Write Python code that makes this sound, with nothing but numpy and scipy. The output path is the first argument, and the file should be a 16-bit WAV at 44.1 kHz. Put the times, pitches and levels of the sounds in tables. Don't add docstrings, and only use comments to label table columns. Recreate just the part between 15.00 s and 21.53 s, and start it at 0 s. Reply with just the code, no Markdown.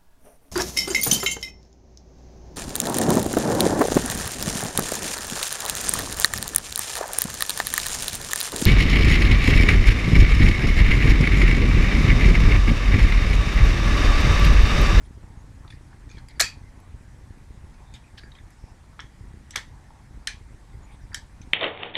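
import sys
import numpy as np
from scipy import signal
from scipy.fft import rfft, irfft
from scipy.io import wavfile
from scipy.ndimage import uniform_filter1d

SR = 44100
rng = np.random.default_rng(int(sys.argv[2]) if len(sys.argv) > 2 else 0)


def ratio(d):
    e = np.asarray(d, float) / 20
    return 10 ** e


def store_pcm(level_fs):
    pcm = np.round(np.clip(level_fs, -1, 1) * 32767).astype(np.int16)
    wavfile.write(sys.argv[1], SR, np.atleast_2d(pcm).T)


N = 287969


def evened(x):
    return x / np.sqrt(np.mean(x ** 2) + 1e-20)


def read(points, hz):
    f, value = np.transpose(points)
    return np.interp(np.log(hz + 1), np.log(f + 1), value)


def resonance(hz, centre_hz, width_hz):
    return 1 / (1 + ((hz - centre_hz) / (width_hz / 2)) ** 2)


def narrow(noise, centre_hz, width_hz):
    hz = np.fft.rfftfreq(len(noise), 1 / SR)
    return evened(irfft(rfft(noise) * resonance(hz, centre_hz, width_hz)))


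def add(mix, start_s, sound):
    part = mix[round(start_s * SR):][:len(sound)]
    part += sound[:len(part)]


# freq_hz, level_db_per_hz
HISS = [(150, -36.5), (250, -4.5), (360, -14), (538, -12.5), (662, -13), (723, -21.5), (788, -10.5),
        (906, -19), (1180, -16), (1880, -14.5), (2050, -16), (2910, -24.5), (8260, -26.5), (10400, -31),
        (14000, -45.5), (15600, -66)]


def hiss():
    level_db, patchy_db = -59.5, 1.5
    frames, hz = N // 128 + 5, np.fft.rfftfreq(512, 1 / SR)
    real, imag, patches = rng.standard_normal((frames, 257, 3)).T
    patches = uniform_filter1d(patches, 6, 0)
    patches = evened(uniform_filter1d(patches, 16, 1))
    z = (real + 1j * imag) * ratio(read(HISS, hz)[:, None] + patchy_db * patches)
    noise = signal.istft(z, nperseg=512, noverlap=384)[1][:N]
    return ratio(level_db) * evened(noise)


# start_s, length_s
HOUSING = [(0.234, 0.21), (0.624, 0.077), (.9, 0.073), (1.17, 0.085), (1.393, 0.24), (1.751, 0.14),
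           (2.254, .04), (2.769, 0.26), (3.324, .05), (3.447, 0.056), (3.66, 0.074), (3.98, 0.053),
           (4.245, 0.087), (4.53, 0.056), (4.69, 0.15), (4.898, 0.13), (5.21, 0.17), (5.779, 0.2),
           (6.1, 0.14), (6.46, 0.067)]
# centre_hz, width_hz, level_db
HOUSING_HZ = [(879, 310, -0.5), (1107, 86, -8.5)]


def housing():
    murmur_db, lull_db, swell_s = -61.5, -67.5, 0.025
    hz, t = np.fft.rfftfreq(N, 1 / SR), np.arange(N) / SR
    shape = sum(ratio(db) * resonance(hz, f, w) for f, w, db in HOUSING_HZ)
    on = sum(1. * (t > s) * (t < s + length) for s, length in HOUSING)
    on = uniform_filter1d(on, round(swell_s * SR))
    air = evened(irfft(rfft(rng.standard_normal(N)) * shape, N))
    return ratio(lull_db + (murmur_db - lull_db) * on) * air


# centre_s, length_s, jolt_db
SURGES = [(.1, .5, -36), (0.593, .5, -34.5), (.95, .04, -44), (1.073, .1, -37), (1.18, .1, -32),
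          (1.414, .12, -34), (1.646, .25, -35.5), (1.93, .08, -34), (2.25, .4, -36), (2.535, .08, -35),
          (2.662, .1, -35), (2.817, .07, -36.5), (2.94, .06, -31.5), (3.15, .05, -32), (3.26, .09, -34.5),
          (3.436, .1, -36), (3.629, .06, -35), (3.721, .07, -41.5), (4.036, .06, -38.5), (4.251, .1, -31.5),
          (4.379, .13, -34.5), (4.574, .05, -39), (4.762, .2, -37), (5.149, .12, -35), (5.45, .22, -38),
          (5.77, .1, -33), (5.941, .06, -37), (6.04, .05, -33.5), (6.169, .09, -34), (6.44, .13, -32)]


def load(t):
    idle_db, width_share = -45.0, .5
    power = sum(ratio(db) ** 2 * np.exp(-((t - s) / (width_share * length)) ** 2)
                for s, length, db in SURGES)
    return np.sqrt(ratio(idle_db) ** 2 + power)


# freq_hz, level_db_per_hz
BUFFET = [(10, -25), (22, -10), (33, -8), (45, -5), (62, -5), (85, -9), (118, -7), (150, -16.5),
          (280, -24.5), (400, -26.5), (600, -39.5), (1100, -91)]
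# time_s, peak_db
KICKS_UP = [(0.0145, -33), (0.0767, -36.9), (0.1041, -38), (0.1707, -37.3), (0.1833, -38), (0.2365, -37.0),
            (0.2765, -35), (0.3041, -36.4), (0.6088, -34.0), (0.6559, -35), (0.7417, -37.1), (0.8112, -33),
            (0.9465, -35), (1.0782, -33), (1.1474, -34), (1.3492, -35), (1.3815, -34.1), (1.4165, -33.2),
            (1.4351, -33.4), (1.456, -36.6), (1.5708, -37), (1.8773, -35.5), (1.9446, -31.6),
            (2.0117, -35.5), (2.08, -36.7), (2.1465, -35.5), (2.1917, -37), (2.2112, -34.3), (2.4141, -36),
            (2.5457, -35.5), (2.6493, -36), (2.9446, -34.6), (3.1449, -33), (3.2797, -36), (3.7205, -36.5),
            (4.2113, -34.5), (4.2535, -34.3), (4.342, -30), (4.4117, -34.5), (4.6794, -37), (5.3448, -34),
            (5.4143, -36), (5.5201, -37.3), (5.545, -33.5), (5.7436, -34.4), (5.8112, -36.2), (5.9447, -34),
            (6.0527, -37), (6.4086, -32), (6.4756, -31.5)]
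# time_s, peak_db
KICKS_DOWN = [(0.0412, -36.7), (0.1097, -30), (0.1766, -31.5), (0.2435, -33.9), (0.3117, -36.5),
              (0.3757, -35.0), (0.444, -33.5), (0.5095, -35), (0.6517, -35.0), (0.7368, -36.8),
              (0.7753, -35.0), (1.042, -35.5), (1.0728, -36.3), (1.1092, -34.1), (1.1742, -31.5),
              (1.2431, -33.1), (1.3769, -34.5), (1.4085, -33.9), (1.423, -35.8), (1.4426, -29.8),
              (1.5768, -36.0), (1.6167, -33), (1.6415, -36.5), (1.7765, -35), (1.9505, -34.9),
              (2.2424, -36.7), (2.3075, -30.5), (2.3751, -33.5), (2.5075, -33.0), (2.5765, -35.7),
              (2.6427, -34.0), (2.6916, -37), (2.7117, -36.8), (3.1517, -36.2), (3.2418, -34),
              (3.6413, -31), (4.0438, -35), (4.2408, -34), (4.2825, -35.5), (4.3742, -34), (4.5765, -32),
              (5.1103, -33), (5.1751, -31.5), (5.5083, -34.8), (5.7554, -35), (5.7738, -34.8),
              (5.7907, -35.5), (6.0405, -35), (6.1101, -35.7), (6.1747, -34.5)]


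def kicks():
    trim_db = -0.5
    jolts, colour = np.zeros(N), ratio(read(BUFFET, np.fft.rfftfreq(N, 1 / SR)))
    for rows, sign in [(KICKS_UP, 1), (KICKS_DOWN, -1)]:
        for time_s, peak_db in rows:
            add(jolts, time_s, [sign * ratio(peak_db + trim_db)])
    return irfft(rfft(jolts) * colour, N) / irfft(colour, N)[0]


# freq_hz, level_db_per_hz
WANDER = [(10, -20.5), (27, -4), (42, -2), (60, -4.5), (120, -9.5), (160, -16), (300, -23), (700, -67)]


def buffeting():
    frame_hz, rise_s, drop_s = 15.0, .0105, .0418
    late_s, spread_db = .0055, 3
    lumps_db, wander_db = -54.0, -47.0
    frame_s = np.arange(int(N / SR * frame_hz)) / frame_hz
    chance, jolts = rng.standard_normal((len(frame_s), 4, 2)), np.zeros(N)
    for k, (offset_s, sign) in enumerate([(rise_s, 1), (drop_s, -1)] * 2):
        at_s = frame_s + offset_s + late_s * (np.minimum(abs(chance[:, k, 0]), 3) - .8)
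        jolts[(at_s * SR).astype(int)] += sign * load(at_s) * ratio(spread_db * chance[:, k, 1])
    hz, step_s = np.fft.rfftfreq(N, 1 / SR), np.arange(0, N / SR, .005)
    lumps = irfft(rfft(jolts) * ratio(read(BUFFET, hz)), N)
    swell = np.interp(np.arange(N) / SR, step_s, load(step_s)) ** .35
    wander = swell * irfft(rfft(rng.standard_normal(N)) * ratio(read(WANDER, hz)), N)
    return ratio(lumps_db) * evened(lumps) + ratio(wander_db) * evened(wander) + kicks()


# start_s, length_s, level_db, resonance_hz, width_hz
SCUFFS = [(0.03, 0.048, -68, 9660, 600), (0.041, 0.037, -69, 3500, 900), (0.229, 0.014, -56, 1030, 330),
          (0.362, 0.059, -71, 6540, 400), (0.624, 0.068, -60.5, 1150, 380), (0.694, 0.034, -69, 9800, 500),
          (1.621, 0.079, -62.5, 2040, 150), (2.802, 0.045, -57, 885, 251), (2.841, 0.15, -70, 3640, 200),
          (3.027, 0.068, -64.5, 2460, 249), (3.235, 0.075, -60, 1660, 300), (3.353, 0.069, -60, 1850, 497),
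          (5.824, 0.04, -66.5, 6950, 250), (5.903, 0.069, -66.5, 3560, 700),
          (5.911, 0.049, -69, 9300, 1505), (6.415, 0.03, -63, 3700, 1300), (6.12, 0.066, -50.5, 1720, 560),
          (1.286, 0.039, -60.5, 4100, 1700), (1.354, 0.04, -66, 4640, 300), (4.511, 0.056, -56, 3500, 1300),
          (0.706, 0.11, -68, 2200, 900), (3.171, 0.03, -49.5, 3650, 3200), (3.34, 0.042, -63, 3800, 890),
          (4.538, 0.015, -60, 1910, 400), (5.85, .12, -64, 2310, 400), (5.725, .035, -64, 2050, 250),
          (6.01, .04, -71, 5750, 300), (3.51, .04, -71, 5200, 300), (3.56, .19, -69.5, 5400, 1200),
          (3.19, .05, -62, 4800, 1500), (.7, .07, -66, 4700, 1500), (1.09, 0.11, -64, 4300, 2500),
          (2.61, 0.083, -63.5, 980, 350)]


def scuffs():
    out = np.zeros(N)
    for (start_s, length_s, level_db, hz, width_hz), noise in zip(
            SCUFFS, rng.standard_normal((len(SCUFFS), 8192))):
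        rub = narrow(noise, hz, width_hz)[:round(length_s * SR)]
        add(out, start_s, ratio(level_db) * rub * signal.windows.tukey(len(rub), .5))
    return out


def causal(db):
    log_gain = np.log(ratio(np.concatenate([db, db[-2:0:-1]])))
    return np.fft.ifft(np.exp(np.conj(signal.hilbert(log_gain)))).real[:len(db)]


# freq_hz, gain_db
MICROPHONE = [(250, -8), (500, 6.5), (9500, -0.5), (12000, -6.5), (14000, -14), (15500, -28), (16100, -45),
              (16600, -84.5)]
# centre_hz, width_hz, gain_db
SHELL = [(596, 200, -5), (880, 450, 1), (1330, 170, 5.5), (1680, 210, 5.5), (1864, 310, 8.5),
         (2200, 270, 8), (2290, 74, 4), (3284, 200, 7.5), (3870, 200, 2), (4490, 900, 1.5),
         (5220, 250, 5.5), (6200, 480, 5.5), (7500, 390, 3), (8100, 560, 3)]


def snap(row, fall_db, chance, grip_db, ring_db):
    _, peak_db, ring_hz, above_db, rattle_ms = row
    hz = np.fft.rfftfreq(4096, 1 / SR)
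    octaves = np.log2((hz + 20) / ring_hz)
    db = np.where(octaves < 0, fall_db * octaves, -above_db * octaves) + read(MICROPHONE, hz)
    db = db + ring_db * resonance(hz, ring_hz, .152 * ring_hz)
    db = db + sum(gain_db * resonance(hz, f, w) for f, w, gain_db in SHELL)
    db = db + grip_db
    crack = causal(np.maximum(db, -90))
    t_ms = np.arange(900) * 1000 / SR
    u = t_ms / max(rattle_ms, .3)
    impacts = chance * abs(chance) ** 0.41
    impacts = impacts * (1 - np.exp(-u / 0.24)) * np.exp(-2.5 * u)
    sound = signal.fftconvolve(impacts, crack)
    sound = ratio(peak_db) * sound / abs(sound).max()
    return sound, crack * np.linalg.norm(sound) / np.linalg.norm(crack)


def rings(rows, t60_s):
    rise_s, late_s = .0008, .0009
    out, t = np.zeros(N), np.arange(3000) / SR
    shape = (1 - np.exp(-t / rise_s)) * ratio(-60 * t / t60_s)
    shape = shape / shape.max()
    for time_s, hz, peak_db in rows:
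        add(out, time_s + late_s, ratio(peak_db) * shape * np.sin(2 * np.pi * hz * t))
    return out


# freq_hz, t60_s
ROOM = [(400, .24), (1500, 0.21), (4000, 0.23), (8000, .18), (11000, .175), (14000, 0.2)]
# freq_hz, gain_db
WALLS = [(500, 1.5), (3000, -1), (8000, 0.5), (11000, -4), (15000, -4.5)]


def room(x):
    level_db = -8
    taps = np.zeros(SR // 2)
    at = np.arange(150, len(taps) - 16, 16)
    taps[at + rng.integers(0, 16, len(at))] = rng.choice([-1., 1.], len(at))
    hz, t, z = signal.stft(taps, SR, nperseg=128)
    decay_db = read(WALLS, hz)[:, None] - 60 * t / read(ROOM, hz)[:, None]
    tail = signal.istft(z * ratio(decay_db), SR, nperseg=128)[1]
    return ratio(level_db) * signal.fftconvolve(x, tail / np.linalg.norm(tail))[:N]


# time_s, peak_db, ring_hz, fall_above_ring_db_per_octave, rattle_ms
TICKS = [(0.228, -55, 1050, 22, 4.9), (0.648, -49, 1250, 48, 5.4), (0.678, -43, 3840, 18, 4.7),
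         (0.702, -38, 2420, 4.1, 11), (0.723, -41, 1850, 3, 4.4), (.929, -46, 1680, 27, 5.2),
         (1.091, -43.5, 6550, 19, 3.1), (1.099, -45, 6540, 19, 4), (1.1134, -40, 6430, 18, 4.8),
         (1.17, -43, 3420, 13, 5.0), (1.1785, -37, 1620, 10, 3.6), (1.184, -43.5, 4350, 14, 8.1),
         (1.285, -36, 4800, 1.2, 2.5), (1.35, -50, 2290, 6, 11.9), (2.74, -48.5, 4800, 12.7, 8.7),
         (2.938, -39, 6730, 8, 7.85), (2.946, -37.5, 3520, 4.4, 23), (2.961, -42, 3355, 7.7, 13),
         (3.351, -45.5, 3300, 14.3, 12), (3.384, -46, 3580, 25, 6.0), (3.505, -45, 11480, 3.9, 1.8),
         (4.904, -48, 1106, 10.1, 5.0), (6.4151, -40, 6200, 18, 6.1)]
TABS = [(1.149, -52, 2300, 5.4, 42), (1.8, -51, 11600, 6, 6.0), (3.178, -38, 1680, 7.2, 8.1),
        (3.184, -37, 3700, 26, 7), (3.234, -38, 1690, 10, 3.4), (3.317, -46, 3840, 22, 5.8),
        (4.54, -34.5, 1940, 27, 9.4), (5.2716, -18.5, 3007, 9.7, 2.5), (5.2722, -23, 9300, 20, 2.6),
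        (5.2732, -15, 4080, 8.5, 2.8), (5.275, -22.5, 1720, 9.2, 5.0), (6.117, -40, 1870, 28, 6.9),
        (6.13, -50, 4750, 16, 7.4), (6.1442, -20, 3800, 1.3, 3.7), (6.1445, -23, 7500, 9, 3.9),
        (6.146, -24, 1680, 8.1, 4.4)]
SNAPS = [(1.3962, -9, 1680, -1.5, 7.2), (1.4, -3, 6000, 11, 9.6), (1.403, -6.5, 4150, 0.5, 17),
         (1.407, -8, 4350, -4, 5.7), (1.4062, -8, 1750, 4, 1.9), (1.4115, -9, 7210, 12, 4.8),
         (1.4205, -14, 4290, 8, 4.0), (3.9922, -28, 1800, 13.5, 1.54), (3.996, -38, 1000, 9, 8.2),
         (3.9952, -29.5, 3500, 25, 14), (4.0035, -31.5, 5650, 12.5, 3.9), (4.003, -33, 3284, 19, 3.0),
         (4.5072, -30, 7660, 16, 4.7), (4.5355, -37, 1950, 16, 4.0), (4.5568, -19, 1046, 5, 2.8),
         (4.559, -12.5, 3550, 4.5, 3.9), (4.5715, -25, 3320, 4, 2.7), (4.5775, -28.5, 3350, 3, 4.0)]
# time_s, pitch_hz, peak_db
TAPPED = [(0.2289, 945, -48), (0.6476, 1250.0, -47.5), (0.6766, 2450.0, -58), (0.6766, 3640, -51),
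          (0.6755, 4570.0, -56), (0.7038, 2450.0, -46.5), (0.702, 3537, -46), (0.7038, 4390.0, -55),
          (0.7046, 9860.0, -59), (0.7223, 2370.0, -54), (0.7231, 4480.0, -57), (0.9262, 1080.0, -51),
          (0.9288, 1716, -49), (1.0906, 3660.0, -57), (1.0917, 4460, -58), (1.1, 2430, -53),
          (1.0975, 3530.0, -55), (1.0975, 6330, -54), (1.1145, 2410.0, -50), (1.112, 3490.0, -54),
          (1.1131, 4260.0, -52), (1.1124, 6480, -49), (1.17, 3340, -52), (1.1777, 1680.0, -44),
          (1.1806, 4120, -54), (1.1809, 3220, -55), (1.1827, 4090.0, -50), (1.2851, 4780.0, -50),
          (1.2843, 7670.0, -54), (1.2847, 10080.0, -52.5), (1.2851, 11020.0, -65), (1.2851, 12960.0, -72),
          (1.801, 10980.0, -60.5), (1.801, 13010.0, -68), (2.938, 2370.0, -48), (2.9417, 3660.0, -44.5),
          (2.9377, 4690.0, -55), (2.9384, 6470, -49.5), (2.9391, 7750.0, -56), (2.9573, 2930.0, -53.5),
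          (2.9605, 12020.0, -72), (3.1804, 1680.0, -39), (3.1771, 3090, -42), (3.1778, 4610.0, -46),
          (3.1804, 5280, -45), (3.1873, 4440.0, -45.5), (3.1818, 5200, -48), (3.2337, 1778, -43.5),
          (3.2366, 4660, -53), (3.3179, 3790.0, -45.5), (3.3505, 2450.0, -52), (3.3513, 3240, -50.5),
          (3.3865, 2200.0, -51.5), (3.3854, 3590, -49.5), (3.5029, 6240.0, -60), (3.5033, 11410.0, -65),
          (3.5029, 12620.0, -69), (4.9041, 860.0, -45.5), (6.4145, 2450.0, -51), (6.4145, 6200.0, -46.5)]
# time_s, pitch_hz, peak_db
STRUCK = [(1.4008, 4390.0, -17), (1.4008, 5120.0, -16.5), (1.4004, 7750.0, -19), (1.4026, 4260.0, -15),
          (1.4019, 5080.0, -14.5), (1.4051, 10900.0, -23), (1.4051, 11580.0, -26), (1.4051, 12450.0, -29),
          (1.4099, 7110.0, -14), (1.407, 10030.0, -22), (1.4059, 10900.0, -23), (1.407, 12020.0, -26),
          (1.4059, 13090.0, -31), (1.42, 4260.0, -19.5), (1.4197, 5770.0, -23), (1.4175, 7410.0, -26),
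          (1.4182, 12020.0, -39), (3.9913, 1340.0, -36.5), (3.9956, 3320.0, -38.5), (4.0011, 1680.0, -41.5),
          (4.0018, 3100.0, -39), (4.0022, 5510.0, -43.5), (4.0029, 7750.0, -54), (4.5057, 3660.0, -47),
          (4.5072, 5600.0, -42), (4.5068, 6370.0, -47), (4.5065, 7800.0, -38.5), (4.5068, 11110.0, -55),
          (4.5068, 12880.0, -60), (4.5591, 2280.0, -26), (4.558, 3490.0, -24), (4.5594, 4690.0, -29.5),
          (4.558, 6240.0, -26), (4.5573, 8350.0, -35.5), (4.5576, 11150.0, -37.5), (4.5573, 12020.0, -45),
          (4.5576, 12880.0, -42), (4.5703, 3360.0, -32), (4.5689, 5430.0, -35), (4.5761, 3320.0, -33),
          (4.575, 4260.0, -37), (4.5765, 5400, -38), (5.2716, 3140.0, -24), (5.2724, 4090.0, -26),
          (5.2709, 5640.0, -29.5), (5.2713, 6290.0, -28), (5.2713, 7410.0, -31.5), (5.2713, 8350.0, -28.5),
          (5.2713, 10590.0, -38), (5.2709, 13480.0, -48), (6.1304, 1340.0, -44.5), (6.1304, 4780.0, -48),
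          (6.1446, 1680.0, -25.5), (6.1442, 3190.0, -27), (6.1438, 5080.0, -31), (6.1446, 5730.0, -30.5),
          (6.1435, 7150.0, -32.5), (6.1442, 9520.0, -42), (6.1438, 10900.0, -38.5), (6.1438, 13140.0, -47)]


def toy():
    crack_db, push_db, ring_push_db = -3.0, -0.5, -12.0
    direct, walls = np.zeros(N), np.zeros((3, N))
    # rows, fall below the ring in dB per octave (at 3 kHz), steepening for low rings, grip_db, ring_db
    kinds = [(SNAPS, 4.5, 0, 1.5, 6.0), (TABS, 13.5, .9, 2.2, 7.0), (TICKS, 2.5, 0, 3.5, 8.5)]
    for rows, fall_db, steepen, grip_db, ring_db in kinds:
        grips = rng.standard_normal((len(rows), 2049))
        grips = uniform_filter1d(uniform_filter1d(grips, 30, 1), 30, 1)
        chances = rng.standard_normal((len(rows), 900))
        for k, (row, chance) in enumerate(zip(rows, chances)):
            row_fall_db = fall_db * (3000 / row[2]) ** steepen
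            sound, push = snap(row, row_fall_db, chance, grip_db * evened(grips[k]), ring_db)
            add(direct, row[0], ratio(crack_db) * sound)
            add(walls[k % len(walls)], row[0], ratio(push_db) * push)
    modes = rings(STRUCK, t60_s=.015) + rings(TAPPED, t60_s=.022)
    walls[0] += ratio(ring_push_db) * modes
    return direct + modes + sum(room(feed) for feed in walls)


# start_s, pitch_hz, level_db, t60_s
SHIVERS = [(.703, 3550, -50, 0.09), (1.099, 2380, -55.5, 0.36), (1.288, 2110, -55.5, 0.44),
           (1.401, 1330, -20, 0.064), (1.4045, 1710, -6.5, 0.03), (1.405, 696, -23.5, 0.056),
           (1.425, 4600, -29, .22), (1.409, 5435, -41, 0.25), (1.409, 7084, -30, 0.15),
           (1.42, 2474, -29, 0.25), (1.407, 380, -38.5, 0.071), (3.233, 4700, -56, 0.12),
           (3.179, 1600, -56, 0.19), (4.006, 3127, -55.5, 0.11), (4.5065, 7800, -41, 0.025),
           (4.507, 5960, -45.5, 0.09), (4.557, 434, -44.5, 0.1), (4.558, 6100, -15, 0.019),
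           (4.562, 1640, -33.5, 0.09), (4.563, 3430, -33, 0.11), (5.275, 4030, -49.5, 0.082),
           (5.276, 2430, -39, 0.22), (5.276, 6100, -42.5, 0.19), (5.278, 1600, -45, 0.11),
           (5.276, 3200, -48.5, .15), (6.146, 5630, -39.5, 0.11), (6.149, 3200, -47, 0.076),
           (6.149, 1680, -45, 0.1), (6.149, 4670, -44, .16)]


def shivers():
    rise_s, base_hz, pitch_share = 0.0046, 131, 0.044
    out, t = np.zeros(N), np.arange(8192) / SR
    for (start_s, hz, level_db, t60_s), noise in zip(
            SHIVERS, rng.standard_normal((len(SHIVERS), 8192))):
        shape = ratio(level_db - 60 * t / t60_s) * (1 - np.exp(-t / rise_s))
        add(out, start_s, shape * narrow(noise, hz, base_hz + pitch_share * hz))
    return out


def scene():
    return (hiss() + housing() + buffeting() + scuffs() + toy() + shivers())[None]


def band_limit(x):
    return signal.sosfilt(signal.butter(12, 16520, fs=SR, output="sos"), x)


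def record(dry):
    ceiling, edge_hz = 1.6, 16400
    rounded = ceiling * np.tanh(dry / ceiling)
    edge = signal.firwin(255, edge_hz, window=("kaiser", 9), fs=SR)[None]
    return band_limit(signal.oaconvolve(rounded, edge, "same"))


dry = scene()
out = record(dry)
store_pcm(out)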